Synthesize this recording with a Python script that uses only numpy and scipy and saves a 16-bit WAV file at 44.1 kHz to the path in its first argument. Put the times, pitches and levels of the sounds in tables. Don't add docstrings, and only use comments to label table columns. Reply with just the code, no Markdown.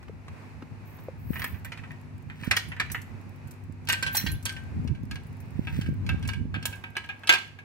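import sys
import numpy as np
from scipy import signal
from scipy.fft import rfft, irfft, next_fast_len
from scipy.io import wavfile
from scipy.ndimage import uniform_filter1d, map_coordinates

SR = 44100
rng = np.random.default_rng(int(sys.argv[2]) if len(sys.argv) > 2 else 0)


def bounce(signal):
    frames = np.transpose(np.atleast_2d(signal))
    limited = np.clip(frames, -1, 1)
    pcm = np.round(limited * 32767).astype(np.int16)
    wavfile.write(sys.argv[1], SR, pcm)


N = 336924

# mode [Hz], level [dB], t60 [s]
COUPLER_MODES = [(958, -10, .1), (1564, -4, .14), (1770, -3, .11), (1853, -1, .12), (1971, -1, .11),
                 (2280, -4, .09), (2439, -6, .09), (2585, -9, .08), (3030, -12, .08)]
# mode [Hz], level [dB], t60 [s]
LINK_MODES = [(10500, -12, .06), (10960, -9, .1), (12200, -12, .06), (13050, -9, .07), (13480, -8, .06),
              (13850, 2, .09), (15600, -8, .06)]
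# pitch [Hz], relative density [dB per Hz]
TUBE_COLOUR = [(300, -16), (900, -6), (1500, -4), (2000, 0.5), (2600, 5), (3200, -1), (6000, -27.5),
               (13200, -53)]
# start [s], rise [s], hold [s], fall [s], scrape level [dB], jingle level [dB]
SLIDES = [(.84, .02, 0.19, 0.037, -92, -61), (1.181, 0.16, 0.11, 0.15, -54.5, -44),
          (2.283, 0.2, 0.0085, 0.013, -43.5, -64), (4.111, 0.033, 0.034, 0.18, -36, -34.5),
          (5.38, 0.39, 0.022, 0.25, -47, -62.5)]


def amp(db):
    return 10 ** (np.asarray(db) / 20)


def unit(x):
    return x / np.sqrt(np.mean(x ** 2) + 1e-20)


def along(points, hz):
    f, v = np.transpose(points)
    return np.interp(np.log(hz + 1), np.log(f + 1), v)


def curves(rows):
    s, *cols = np.transpose(rows)
    return [np.interp(np.arange(N) / SR, s, c) for c in cols]


def wobble(rate):
    knots = rng.standard_normal(int(N * rate / SR) + 4)
    return map_coordinates(knots, [np.arange(N) * rate / SR])


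def filtered(x, response):
    m = next_fast_len(N + SR // 2)
    return irfft(rfft(x, m) * response(np.fft.rfftfreq(m, 1 / SR)), m)[..., :N]


def noise(spectrum, channels=1):
    white = rng.standard_normal((channels, N))
    return unit(filtered(white, lambda hz: amp(along(spectrum, hz))))


def sides(db):
    return amp(np.array([db / 2, -db / 2]))


def add(out, s, sound):
    i = max(round(s * SR), 0)
    out[..., i:i + sound.shape[-1]] += sound[..., :N - i]


def strike(out, s, sound):
    t = np.arange(SR // 40) / SR
    tails = rng.standard_normal((2, len(t))) * amp(-60 * t / 0.029) * (t > .001)
    tails = amp(-4.5) * tails / np.linalg.norm(tails[0])
    left, right = signal.fftconvolve(sound[None], tails, axes=1)[:, :len(sound)]
    add(out[0], s, sound + left)
    add(out[1], s + rng.normal(0, .00007), sound + right)


def ring(modes, t, scatter_db, loose=1):
    hz, db, t60 = np.transpose(modes)[:, :, None]
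    strength, start_phase, detune = rng.standard_normal((3, len(modes), 1))
    jitter = rng.standard_normal((len(modes), len(t)))
    flutter = np.cumsum(jitter, axis=1) * 0.029 * loose * np.sqrt(hz / 2000)
    phase = 2 * np.pi * hz * (1 + 0.0021 * loose * detune) * t + start_phase + flutter
    return np.sum(amp(db + scatter_db * strength - 60 * t / t60) * np.sin(phase), axis=0)


def knocks(hits, modes, ring_db, rattle_db, snap_db, t60, colour):
    # pitch [Hz], relative density [dB per Hz]
    snap_colour = [(1760, -27), (3000, 5.5), (3730, -3.5), (4110, 1), (5800, -7), (12100, -18),
                   (16000, -28)]
    damp_per_db, glance_per_db, stopped_t60_s = .14, .15, .09
    out, t = np.zeros((2, N)), np.arange(SR // 3) / SR
    rattle, snap = (unit(amp(2.7 * wobble(120)) * noise(shade)[0]) for shade in (colour, snap_colour))

    def fade(t60):
        return (1 - np.exp(-t / 0.00087)) * (amp(-60 * t / t60) + 1.4 * amp(-60 * t / 0.009))

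    def even(shape, x):
        return unit(shape * x) * np.sqrt(np.mean(shape ** 2))

    gaps = np.diff([hit[0] for hit in hits], append=N / SR)
    for (s, db, treble_db), gap in zip(hits, gaps):
        i = rng.integers(N - len(t))
        clear_db = ring_db - damp_per_db * db - glance_per_db * treble_db
        clear_db = clear_db - 60 * np.maximum(t - gap, 0) / stopped_t60_s
        body = amp(rattle_db) * even(fade(t60), rattle[i:i + len(t)])
        body += amp(clear_db) * ring(modes, t, scatter_db=2.0)
        top = amp(snap_db + treble_db) * even(fade(0.55 * t60), snap[i:i + len(t)])
        strike(out, s, amp(db) * (body + top))
    return out


def coupler_knocks():
    # start [s], level [dB], treble [dB]
    coupler_hits = [(1.3328, -33, -34), (1.3576, -28.5, -25), (1.395, -29, -17), (1.4186, -25.5, -16),
                    (1.442, -22, -18), (1.5437, -40, -32), (1.6478, -32, -22), (1.72, -28.5, -16.5),
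                    (1.7741, -35, -16.5), (1.8362, -37, -35), (1.907, -38.5, -37), (2.2988, -33.5, -25),
                    (2.434, -30, -20), (2.5105, -10, -15), (2.5663, -15, -8), (2.7181, -29.5, -28),
                    (2.766, -35, -35), (2.7988, -14.5, -16), (2.8997, -33.5, -17), (2.9466, -22, -30),
                    (3.8728, -38, -2.5), (3.8868, -19, -9.5), (3.898, -16, -12), (3.929, -17.5, -12.5),
                    (4.0259, -19.5, -12), (4.0637, -19, -15), (4.1486, -31, -5), (4.2104, -46, 4),
                    (4.2637, -23, -9.5), (4.4567, -24.5, -6.5), (4.4932, -29.5, -7), (4.5648, -32.5, -19.5)]
    # pitch [Hz], relative density [dB per Hz]
    wound_colour = [(180, -61), (300, -18), (900, -5.5), (1350, 0.5), (1700, 4), (2400, 4), (2900, -3),
                    (6000, -35), (7800, -23), (13200, -120)]
    unwound_s, bell_hz, bell_db, bell_t60_s = 3.5, 1564, 6, .4
    wound = [hit for hit in coupler_hits if hit[0] <= unwound_s]
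    unwound = [hit for hit in coupler_hits if hit[0] > unwound_s]
    free = [(hz, bell_db, bell_t60_s) if hz == bell_hz else (hz, db, t60)
            for hz, db, t60 in COUPLER_MODES]
    early = knocks(wound, COUPLER_MODES, ring_db=-20.5, rattle_db=-10.0, snap_db=1.5,
                   t60=0.14, colour=wound_colour)
    late = knocks(unwound, free, ring_db=-21.5, rattle_db=-11.5, snap_db=2.0,
                  t60=0.14, colour=TUBE_COLOUR)
    return early + late


def tongue_knocks():
    # start [s], level [dB], treble [dB]
    tongue_hits = [(4.8753, -40.5, -9), (4.949, -46.5, -14), (5.1113, -32.5, -8.5), (5.1562, -32.5, -13.5),
                   (5.6715, -27.5, -39), (5.8122, -34.5, -9.5), (5.8616, -37.5, -16.5), (6.0646, -38.5, -8),
                   (6.0911, -19, -22), (6.2262, -37, -11.5), (6.2517, -37, -15), (6.2886, -23.5, -15),
                   (6.3335, -30.5, -17.5), (6.5425, -23, -35), (6.6263, -35.5, -8), (6.6543, -23.5, -8),
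                   (6.7271, -32.5, -19), (6.8394, -29, -32), (6.9531, -34, -35), (6.9671, -17.5, -18.5),
                   (7.0409, -35.5, -18), (7.0900, -24, -34), (7.235, -35.5, -29), (7.2724, -22, -9),
                   (7.2925, 0, -18), (7.324, -13.5, -12), (7.3362, -10.5, -16), (7.3834, -38, -2.5),
                   (7.5882, -39, -22)]
    # mode [Hz], level [dB], t60 [s]
    tongue_modes = [(370, -20, .18), (770, -18, .2), (935, -16, .2), (1287, -12, .12), (1592, 0, .21),
                    (1650, -1, .14), (2263, -3, .14), (2445, -7, .1), (2640, -4, .11), (2835, -8, .1),
                    (2951, -8, .1), (3481, -12, .1)]
    return knocks(tongue_hits, tongue_modes, ring_db=-18.5, rattle_db=-12.0, snap_db=2.5,
                  t60=0.11, colour=TUBE_COLOUR)


def jingles():
    # start [s], level [dB], ring level before the blow [dB]
    link_hits = [ (1.442, -31, -10), (1.647, -35, -17), (2.4443, -42.5, -4), (2.5645, -32, -2),
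                 (2.6844, -46, -7), (2.917, -27, -7), (3.0169, -37, -25.5), (3.473, -48, -13),
                 (3.51, -39.5, -15), (3.888, -19, -15), (3.9239, -19, -43), (4.026, -25, -39),
                 (4.128, -38, -23), (4.1526, -17, -14), (4.168, -16.5, -9), (4.317, -36, -15),
                 (4.427, -40, -16), (4.4537, -19, -34), (4.524, -37, -28), (5.2675, -56, -2),
                 (5.403, -47, -8), (6.276, -27.5, -23), (6.6554, -17, -14.5), (6.755, -45, -16)]
    out, t = np.zeros((2, N)), np.arange(SR // 4) / SR
    click = noise([(4000, -0.5), (8000, 7.5), (12000, 4.0), (16000, -12)])[0]
    for s, db, ring_db in link_hits:
        i = rng.integers(N - len(t))
        sound = amp(-6.5 - 60 * t / 0.037) * click[i:i + len(t)]
        sound += amp(ring_db) * ring(LINK_MODES, t, scatter_db=4.0)
        strike(out, s, amp(db) * (1 - np.exp(-t / 0.00017)) * sound)
    return out


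def high_pings():
    # mode [Hz], level [dB], t60 [s]
    ping_modes = [(3530, 0, .13), (4105, 0, .12), (5740, 0, .1), (6110, 0, .08), (11170, 0, .09)]
    # start [s], level [dB], favoured pitch [Hz]
    ping_hits = [(2.916, -33.5, 6500), (4.17, -22.5, 5740), (4.171, -27, 4105), (4.286, -35.5, 4105),
                 (4.317, -36.5, 11170), (4.348, -50.5, 3530)]
    favour_db_per_octave = 85
    out, t = np.zeros((2, N)), np.arange(SR // 4) / SR
    for s, db, favoured in ping_hits:
        modes = [(hz, level - favour_db_per_octave * abs(np.log2(hz / favoured)), t60)
                 for hz, level, t60 in ping_modes]
        strike(out, s, amp(db) * ring(modes, t, scatter_db=1.5, loose=1.8))
    return out


def ticks(count):
    first_s, last_s = 1.2, 7.5
    loudest_db, scatter_db, t60_s = -52.5, 0.5, 0.012
    out, t = np.zeros((2, N)), np.arange(SR // 30) / SR
    for when, size, edge in rng.random((count, 3)):
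        level_db = loudest_db + scatter_db * np.log(1 - .95 * size)
        burst = rng.standard_normal(len(t)) * amp(level_db - 60 * t / t60_s)
        high = signal.butter(2, 1500 + 4500 * edge, "high", fs=SR)
        strike(out, first_s + (last_s - first_s) * when, signal.lfilter(*high, burst))
    return out


def resonances(modes, width):
    def response(f):
        return sum(amp(db) * 1j * f * (width / t60) / (c * c - f * f + 1j * f * width / t60)
                   for c, db, t60 in modes)
    return response


def slide_gain(levels_db, edge_db):
    t = np.arange(N) / SR
    shapes = [np.interp(t, np.cumsum(row[:4]), db - edge_db * np.array([1, 0, 0, 1]), -120, -120)
              for row, db in zip(SLIDES, levels_db)]
    return uniform_filter1d(amp(np.max(shapes, axis=0)), size=400)


def drag():
    slips = rng.standard_normal((2, N)) * amp(3.9 * np.array([wobble(250), wobble(160)]))
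    steel = unit(filtered(slips[0], resonances(COUPLER_MODES, width=22)))
    link_response = resonances(LINK_MODES, width=4)
    links = unit(filtered(slips[1], lambda f: link_response(f) + 0.017 / (1 + (8000 / (f + 1)) ** 6)))
    scrape_db, jingle_db = np.transpose(SLIDES)[4:]
    return slide_gain(scrape_db, edge_db=30.5) * steel + slide_gain(jingle_db, edge_db=22.5) * links


def low_knocks():
    # start [s], level [dB], pitch [Hz]
    dull_hits = [(0.096, -31.5, 442), (0.625, -29.5, 283), (1.085, -23.5, 526), (4.149, -24, 850)]
    # start [s], level [dB]
    cracks = [(0.029, -46.5), (.083, -48), (0.282, -40), (0.622, -43), (0.987, -47.5)]
    out, t = np.zeros((2, N)), np.arange(SR // 10) / SR
    grit = noise([(300, -4), (1200, 6.0), (3000, -6.5), (16000, -28)])[0]

    def burst(t60):
        i = rng.integers(N - len(t))
        return unit(grit[i:i + len(t)]) * amp(-60 * t / t60)

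    for s, db, hz in dull_hits:
        knock = np.sin(2 * np.pi * hz * t) * amp(-60 * t / 0.029) + amp(-38) * burst(0.079)
        add(out, s, amp(db) * (1 - np.exp(-t / 0.00021)) * knock * np.ones((2, 1)))
    for s, db in cracks:
        strike(out, s, amp(db) * burst(0.034))
    return out


def wind():
    # time [s], buffet level [dB], left-right difference [dB]
    gusts = [(0, -44.5, 2), (1.1, -43, 0), (1.4, -36.5, -0.5), (2.1, -45, -1.5), (2.45, -39.5, -9),
             (3.6, -41, -1), (4.21, -40, -6.5), (4.245, -27, -9.5), (4.33, -24, -4), (4.4, -44.5, -1),
             (4.6, -40.5, 6), (4.78, -26, -3), (5.1, -37, 4.5), (5.45, -38.5, -3.5), (5.8, -24, -2),
             (6.2, -30, -2.5), (6.5, -31, -5), (6.9, -49, -0.5), (7.64, -53.5, -10)]
    # time [s], level [dB], left-right difference [dB]
    puffs = [(1.307, -10, 27), (2.428, -25.5, -7), (2.478, -12.5, -21), (3.699, -23, -16),
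             (4.243, -19, -15), (4.851, -16, 22), (5.037, -19, -25), (5.594, -8.5, -35), (5.791, -10, -31),
             (5.89, -10.5, -26), (5.929, -21, 7), (6.146, -17, -24), (6.455, -18, -18), (6.57, -17, -24)]
    # pitch [Hz], relative density [dB per Hz]
    buffet_colour = [(15, -78), (36, -6), (81, 8.5), (145, 2), (249, -7.5), (291, -13.5), (522, -32.5),
                     (1000, -120)]
    level_db, pan = curves(gusts)
    lumps = amp(4.6 * np.array([wobble(22), wobble(22)]))
    out = amp(level_db) * sides(pan) * unit(lumps * noise(buffet_colour, channels=2))
    t = np.arange(SR // 20) / SR - .01
    swing = np.sin(2 * np.pi * 170 * t + 1.88) * np.exp(-(t / 0.0024) ** 2)
    swing -= 0.088 * np.sin(2 * np.pi * 480 * t) * np.exp(-(t / 0.002) ** 2)
    for s, db, pan in puffs:
        gains = sides(pan) / sides(pan).max()
        add(out, s + t[0], amp(db) * swing * gains[:, None])
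    return out


def motor():
    # pitch [Hz], rms level before the fade [dB]
    orders = [(100, -46.5), (150, -54.5), (252, -58.5), (358, -69)]
    # time [s], gain [dB]
    hum_fade = [(0, -2), (6.6, 4), (7.1, -9.5), (7.64, -4)]
    t = np.arange(N) / SR
    drift = np.cumsum(0.01191 * wobble(3)) / SR
    fade_db = curves(hum_fade)[0]
    return sum(np.sqrt(2) * amp(db + fade_db + 1.85 * wobble(6.3)) * np.sin(2 * np.pi * hz * (t + drift))
               for hz, db in orders)


def street():
    # pitch [Hz], relative density [dB per Hz]
    street_colour = [(120, -49), (200, 2.5), (300, -5), (600, -10), (900, -7.5), (1300, -13.5),
                     (2550, -13.5), (3150, -27), (4200, -26.5), (9000, -35.5), (16000, -43)]
    # pitch [Hz], left-right correlation [0-1]
    likeness = [(200, 1), (700, 0.16), (3000, 0.034), (12000, .1)]
    pair = rng.standard_normal((2, N))

    def response(hz):
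        turn = np.arccos(np.clip(along(likeness, hz), -1, 1)) / 2
        return amp(along(street_colour, hz)) * [np.cos(turn), np.sin(turn)]

    mid, side = filtered(pair, response)
    return amp(-53.5 + 1.8 * wobble(5.4)) * unit(np.array([mid + side, mid - side]))


def yard(x, t60):
    t = np.arange(SR // 3) / SR
    tail = rng.standard_normal((2, len(t))) * amp(-60 * t / t60) * (t > .001)
    wet = signal.fftconvolve(x, tail / np.linalg.norm(tail[0]), axes=1)[:, :N]
    return filtered(wet, lambda hz: 1 / (1 + 1j * hz / 9000))


def scene():
    # pitch [Hz], phase [radians]
    lead = [(0, 0), (1500, .9), (2400, 1.13), (4000, 4.5), (16000, 25)]
    steel = coupler_knocks() + tongue_knocks() + jingles() + high_pings() + ticks(count=45) + drag()
    pair = steel * sides(-1.44)[:, None]
    halves = np.array([[.5j], [-.5j]])
    near = filtered(pair, lambda hz: np.exp(halves * np.interp(hz, *np.transpose(lead))))
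    return near + amp(-10.0) * yard(pair, t60=0.39) + low_knocks() + wind() + motor() + street()


def record(dry):
    top_hz = 15850
    thinned = filtered(dry, lambda hz: (1j * hz / (45 + 1j * hz)) ** 2)
    rounded = thinned / (1 + np.abs(thinned / 1.1) ** 4) ** .25
    return filtered(rounded, lambda hz: hz < top_hz)


dry = scene()
out = record(dry)
bounce(out)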